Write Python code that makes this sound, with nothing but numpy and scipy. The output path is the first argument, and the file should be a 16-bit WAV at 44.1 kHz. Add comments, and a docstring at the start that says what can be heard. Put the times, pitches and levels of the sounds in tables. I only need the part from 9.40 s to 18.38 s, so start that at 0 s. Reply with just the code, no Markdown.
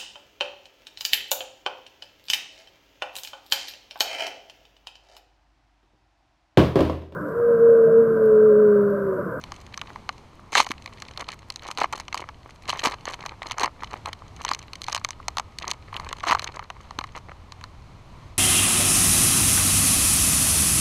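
"""Sharp snaps and dense bursts of crackle: hands peel the wrapper off a chocolate bar, close under a small camera.
Each crease in the stiff film is a dull noise pop plus a bright crack; tearing seams are random puffs that fuse.
Low flexing thumps and a faint far whine are sines; open air and far traffic rumble are coloured noise.
A microphone housing rings through resonators and colours everything."""
import sys
import numpy as np
from scipy import signal
from scipy.fft import rfft, irfft
from scipy.io import wavfile

SR = 44100
rng = np.random.default_rng(int(sys.argv[2]) if len(sys.argv) > 2 else 0)


def to_wav(sig):
    """Store sig (one row per channel, or 1-D mono) as 16-bit WAV at the path in sys.argv[1].

    Samples outside -1..1 are clipped; the rate is SR.
    """
    pcm = np.clip(np.atleast_2d(sig), -1, 1) * 32767
    pcm = np.round(pcm).astype(np.int16)
    wavfile.write(sys.argv[1], SR, pcm.T)  # frames by channels


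N = 396009

# open-air noise spectrum before the housing: (frequency [Hz], relative density [dB per Hz])
AIR_SPECTRUM = [(22, -7.5), (80, 0.5), (200, -7), (480, -14.5), (1000, -15), (1600, -23.5), (4200, -28),
                (9000, -37), (15000, -44)]
# far traffic rumble: (time [s], level [dB])
RUMBLE_LEVEL = [(0, -48.5), (5.1, -44.5), (8.0, -42.5), (8.98, -42)]
# faint far whine: (start [s], end [s], frequency [Hz], level [dB])
WHINE_TONE = (5.65, 6.7, 1250, -69)
# whole pack flexing in the hands: (time [s], level [dB])
PACK_THUMPS = [(1.199, -30), (1.304, -25), (3.469, -21), (4.235, -29.5), (5.112, -33.5), (6.908, -26),
               (7.586, -29)]
# single creases snapping, loud and faint: (time [s], dull pop level [dB], bright crack re pop [dB], fold pitch [Hz])
CREASE_SNAPS = [(0.0402, -40.5, 6.5, 4170), (0.1213, -35, 1.0, 3560), (0.3772, -33, 4.5, 5200),
                (0.4164, -32.5, 3.5, 3750), (0.5602, -34.5, -10.5, 3000.0), (0.6928, -24, -4.5, 3250),
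                (1.1536, -11, -6, 4830), (1.1807, -26, 9, 2500.0), (1.2028, -11, -12, 3900.0),
                (1.2676, -29.5, -3.5, 4100.0), (1.309, -31.5, 1, 2950), (1.3175, -38, 13, 2160),
                (1.4611, -39.5, 7.5, 3040), (1.623, -36.5, 5, 4140), (1.7766, -37, 8, 3750),
                (1.8897, -32.5, 3.5, 3530), (2.1037, -51, 26.5, 4350), (2.1612, -50, 21, 4500.0),
                (2.3146, -37, 9, 5270), (2.3759, -33, 5.5, 4280), (2.3913, -37, 1, 4000.0),
                (2.418, -23.5, -6.5, 3500.0), (2.4429, -17.5, -28, 3700.0), (2.5275, -30.5, 0, 7460),
                (2.5346, -27, -9.5, 5000.0), (2.601, -34.5, 4.5, 5370), (2.6832, -39.5, 5.5, 3540),
                (2.7457, -25.5, 0, 4180), (2.8902, -33, -10, 4060), (3.296, -27, 5, 4330),
                (3.3032, -32.5, 11, 3330), (3.4731, -21.5, -1.5, 4600.0), (3.656, -36.5, 6.5, 5770),
                (3.7427, -34.5, 1.5, 5000), (3.863, -31, 2, 3900), (4.1125, -30.5, 4.5, 4070),
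                (4.1842, -25.5, -3.0, 5800.0), (4.1981, -33, 7.5, 5100), (4.2348, -18, -8.5, 3820),
                (4.245, -20, -8, 3740), (4.2602, -30.5, 3, 4270), (4.4354, -29.5, -8, 3130),
                (4.6595, -30.5, 1, 4000), (4.732, -41, 11.5, 3600.0), (5.051, -25, 3, 5650),
                (5.0914, -29.5, 5, 4350), (5.1155, -20, -5.5, 4300.0), (5.1364, -40.5, 15.5, 4770),
                (5.1491, -37.5, 10.5, 5160), (5.3344, -46, 14.5, 3380), (5.4192, -42, 13, 5000),
                (5.485, -24.5, -6.5, 4370), (5.5289, -30, 9, 4600), (5.5491, -28, 9, 5050),
                (5.5582, -37, 9, 4900.0), (5.5648, -27.5, 1, 4240), (5.5788, -34.5, 2.5, 3180),
                (5.6489, -27.5, 8.5, 4060), (5.69, -36, 3, 5800.0), (5.708, -40, 13.5, 6200.0),
                (5.8022, -39.5, -19, 2500.0), (5.8838, -25.5, 5, 5200), (5.9715, -25, -1.5, 5640),
                (5.9847, -27.5, 6, 5030), (5.9987, -25, -2, 5800.0), (6.1877, -45.5, 19.5, 5400),
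                (6.281, -41, 17.5, 5300.0), (6.315, -39.5, 20.5, 5600), (6.5288, -33.5, -18, 2530),
                (6.5671, -36.5, 10, 3400.0), (6.5997, -32, -4, 4200.0), (6.7296, -30, 3, 2870),
                (6.8988, -21, -6, 3700.0), (6.9118, -19, -1.5, 2780), (6.922, -17, -7.5, 3300.0),
                (6.9277, -15, -14, 3300.0), (6.9506, -16.5, -11, 5000.0), (6.9959, -31.5, 6, 3500.0),
                (7.0449, -32.5, 7, 4640), (7.1948, -30.5, -8, 3300.0), (7.303, -30.5, -4.5, 2460),
                (7.5097, -35, -5.5, 4200), (7.59, -25.5, 0.0, 3300), (7.612, -32, -8, 3120),
                (7.6415, -32.5, -3.5, 3600.0), (8.123, -42, 6.5, 4100), (8.2132, -45, -1, 2200.0),
                (8.2411, -35, -0.5, 3130)]
# hands on the pack between pulls: (time [s], idle rustle level [dB], bright folds re dull patches [dB])
IDLE_HANDLING = [(0, -67, 13), (0.5, -45.5, -7), (0.6, -65, -1), (1.1, -57, -1), (1.35, -47, -4.5),
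                 (2.3, -50, -9.5), (2.8, -53.5, -10), (3.3, -51, -6), (3.45, -60, -9), (3.6, -51, -10.5),
                 (4.6, -65, -14.5), (5.1, -45.5, -4), (6.0, -61, -8), (6.9, -42, -12.5), (7.1, -44, -12),
                 (8.25, -63.5, -13.5), (8.98, -69, -15)]
# pulls on the film, light tug to tearing seam: (start [s], length [s], level [dB])
FILM_PULLS = [(1.117, 0.12, -33), (1.153, 0.047, -18.5), (1.778, 0.042, -34), (1.888, 0.045, -36.5),
              (2.21, 0.1, -34.5), (2.375, 0.063, -25.5), (2.524, 0.059, -33), (2.723, 0.099, -33.5),
              (3.27, 0.27, -33), (3.432, 0.033, -18), (3.662, 0.062, -29), (3.786, 0.14, -36.5),
              (4.013, 0.12, -32.5), (4.165, 0.11, -31.5), (4.204, 0.024, -21), (4.384, 0.082, -37.5),
              (4.497, 0.057, -31.5), (4.649, 0.041, -31.5), (4.971, 0.15, -36), (5.47, 0.055, -33.5),
              (6.206, 0.13, -33.5), (6.53, 0.17, -36), (6.775, 0.3, -35.5), (6.829, 0.0081, -24.5),
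              (6.863, 0.017, -16.5), (6.896, 0.03, -23.5), (7.129, 0.031, -38), (7.882, 0.032, -41),
              (7.743, 0.028, -34)]
# housing cavities and the dips between them: (frequency [Hz], width [Hz], full boost or cut [dB])
HOUSING_MODES = [(1113, 420, 12.5), (1430, 580, -7.5), (2180, 566, 9.5), (3023, 165, 7), (3290, 4500, -3),
                 (4197, 340, 12.5), (6300, 390, 10)]

SETTLE_S = 0.0063  # time constant of the film following a pull and quietening after it
NEAR_SHARE, DIFFUSE_SHARE = 0.96, 0.39  # share of each housing boost; sound from all sides stirs it less
CUTOFF_HZ = 16500


def amp(db):
    """Decibels to gain."""
    return 10 ** (np.asarray(db) / 20)


def rms_one(x):
    """Scales each row to rms 1."""
    return x / np.sqrt(np.mean(x ** 2, axis=-1, keepdims=True) + 1e-20)


def one_ms(x):
    """Scales each row to the energy of a 1 ms stretch of rms 1."""
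    return rms_one(x) * np.sqrt(SR / 1000 / x.shape[1])


def in_time(rows):
    """Interpolates (time [s], value) rows to every sample."""
    return np.interp(np.arange(N) / SR, *np.transpose(rows))


def lowpass(x, order, cutoff_hz):
    """Butterworth low-pass."""
    return signal.sosfilt(signal.butter(order, cutoff_hz, fs=SR, output="sos"), x)


def band(x, low_hz, high_hz, order=1):
    """Band-pass with gentle skirts."""
    edges_hz = [low_hz, min(high_hz, .45 * SR)]
    return signal.sosfilt(signal.butter(order, edges_hz, "band", fs=SR, output="sos"), x)


def drift(rate_hz):
    """Random wander of rms 1: noise twice through a one-pole low-pass."""
    r = np.exp(-2 * np.pi * rate_hz / SR)
    noise = rng.standard_normal(N + SR)
    wander = signal.lfilter([1], [1, -2 * r, r * r], noise)
    return rms_one(wander[SR:])  # first second dropped: filter start-up


def place(start_s, sounds):
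    """Adds rows of sound at their start times."""
    out = np.zeros(N + sounds.shape[1])
    for start, sound in zip(np.round(start_s * SR).astype(int), sounds):
        out[start:start + len(sound)] += sound
    return out[:N]


def outdoors():
    """Open-air noise; its bass is traffic that swells, and the whole wavers slowly."""
    hz = np.maximum(np.arange(N // 2 + 1) * SR / N, 1)
    node_hz, node_db = np.transpose(AIR_SPECTRUM)
    colour = amp(np.interp(np.log(hz), np.log(node_hz), node_db))
    air = rms_one(irfft(rfft(rng.standard_normal(N)) * colour, N))
    bass = lowpass(air, 2, 140)
    waver_db = 1.2 * drift(2)
    rumble = amp(in_time(RUMBLE_LEVEL) + waver_db) * bass
    return rumble + amp(waver_db - 49.5) * (air - bass)


def whine():
    """A thin sine of fixed pitch that fades in and out."""
    start_s, end_s, hz, level_db = WHINE_TONE
    t = np.arange(N) / SR
    fade = np.clip(np.minimum(t - start_s, end_s - t) * 10, 0, 1)  # 0.1 s ramps
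    return amp(level_db) * fade * np.sin(2 * np.pi * hz * t)


def thumps():
    """Flexes of bar and sleeve: 280 Hz sines that swell and die within milliseconds."""
    time_s, level_db = np.transpose(PACK_THUMPS)
    t, swell_s = np.arange(2048) / SR, .0016
    envelope = t / swell_s * np.exp(1 - t / swell_s)
    flex = envelope * np.sin(2 * np.pi * 280 * t)
    return place(time_s, amp(level_db)[:, None] * flex)


def burst(noise, rise_s, fall_s, tail_db):
    """Shapes rows of noise into a quick crack with a faint rattling tail four times as long."""
    t = np.arange(noise.shape[1]) / SR
    rise = (1 - np.exp(-t / rise_s)) ** 2
    fall = np.exp(-t / fall_s) + amp(tail_db) * np.exp(-t / fall_s / 4)
    return noise * rise * fall


def snaps():
    """Each crease gives a dull pop that rings the sheet and a bright crack at the pitch of its own fold."""
    time_s, pop_db, crack_db, fold_hz = np.transpose(CREASE_SNAPS)
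    noise = rng.standard_normal((len(time_s), 2, 1024))
    pop = band(burst(noise[:, 0], 0.00026, 0.00093, -10.5), 703, 1460, order=2)
    crack = band(burst(noise[:, 1], 0.00011, 0.00046, -6.5), 1130, 8700)
    octaves = np.log2(np.arange(1, 514) * SR / 1024 / fold_hz[:, None])
    fold_colour = amp(-7) + np.exp(-(octaves / 0.76) ** 2)
    crack = irfft(rfft(crack) * fold_colour)
    snap = one_ms(pop) + amp(crack_db)[:, None] * one_ms(crack)
    return place(time_s - .0015, amp(pop_db)[:, None] * snap)  # onset leads the table time


def cracks(power, low_hz, high_hz):
    """Tiny cracks, puffs of noise in clumps; the harder the pull, the denser, until they fuse into a tear."""
    per_s = np.minimum(90 * (power / amp(-80)) ** 0.52, SR)
    clump_db = 2.47 * drift(99)
    sizes = amp(4.7 * np.minimum(rng.exponential(1, N), 2.8) + clump_db)
    hits = rng.random(N) < per_s / SR
    starts = rms_one(sizes) ** 2 * hits * power * SR / per_s  # over the rate: mean power stays at the pull's level
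    fade = np.exp(-1 / (0.00067 * SR))
    puff_power = signal.lfilter([(1 - fade) ** 2], [1, -2 * fade, fade ** 2], starts + 1e-18)
    slide = amp(-26) * np.sqrt(power)  # fingers sliding on the film hiss between cracks
    return band((np.sqrt(puff_power) + slide) * rng.standard_normal(N), low_hz, high_hz, order=2)


def rustle():
    """Wide patches of film crackle dull; folds of three sizes crackle bright, each at moments of its own."""
    time_s, idle_db, bright_db = np.transpose(IDLE_HANDLING)
    pulled = np.zeros(N)  # power
    for start_s, length_s, level_db in FILM_PULLS:
        pulled[round(start_s * SR):round((start_s + length_s) * SR)] += amp(level_db) ** 2
    fade = np.exp(-1 / (SETTLE_S * SR))
    settled = signal.lfilter([1 - fade], [1, -fade], pulled + 1e-18)
    dull = amp(in_time(np.c_[time_s, idle_db])) ** 2 + settled
    bright = dull * amp(in_time(np.c_[time_s, bright_db])) ** 2
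    folds = cracks(bright, 1550, 4400) + cracks(bright, 2260, 8200)
    folds = folds + amp(-17.0) * cracks(bright, 5500, 16200)
    return cracks(dull, 288, 1366) + folds


def housing(x, share):
    """Two-pole resonators in series lift or cut their bands by a share of the full dB."""
    for hz, width_hz, boost_db in HOUSING_MODES:
        r = np.exp(-np.pi * width_hz / SR)
        zeros = (1 - r * r) / 2 * np.array([1, 0, -1])
        poles = [1, -2 * r * np.cos(2 * np.pi * hz / SR), r * r]
        x = x + (amp(share * boost_db) - 1) * signal.lfilter(zeros, poles, x)
    return x


def scene():
    """Wrapper and whine, then diffuse air, through the housing."""
    near = snaps() + rustle() + thumps() + whine()
    return (housing(near, NEAR_SHARE) + housing(outdoors(), DIFFUSE_SHARE))[None]


def record(dry):
    """The microphone port dulls the top, peaks are rounded, the top is cut."""
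    dulled = lowpass(dry, 1, 7000)
    rounded = 1.198 * np.tanh(dulled / 1.125)
    return signal.sosfilt(signal.cheby2(12, 70, CUTOFF_HZ, fs=SR, output="sos"), rounded)


dry = scene()
out = record(dry)
to_wav(out)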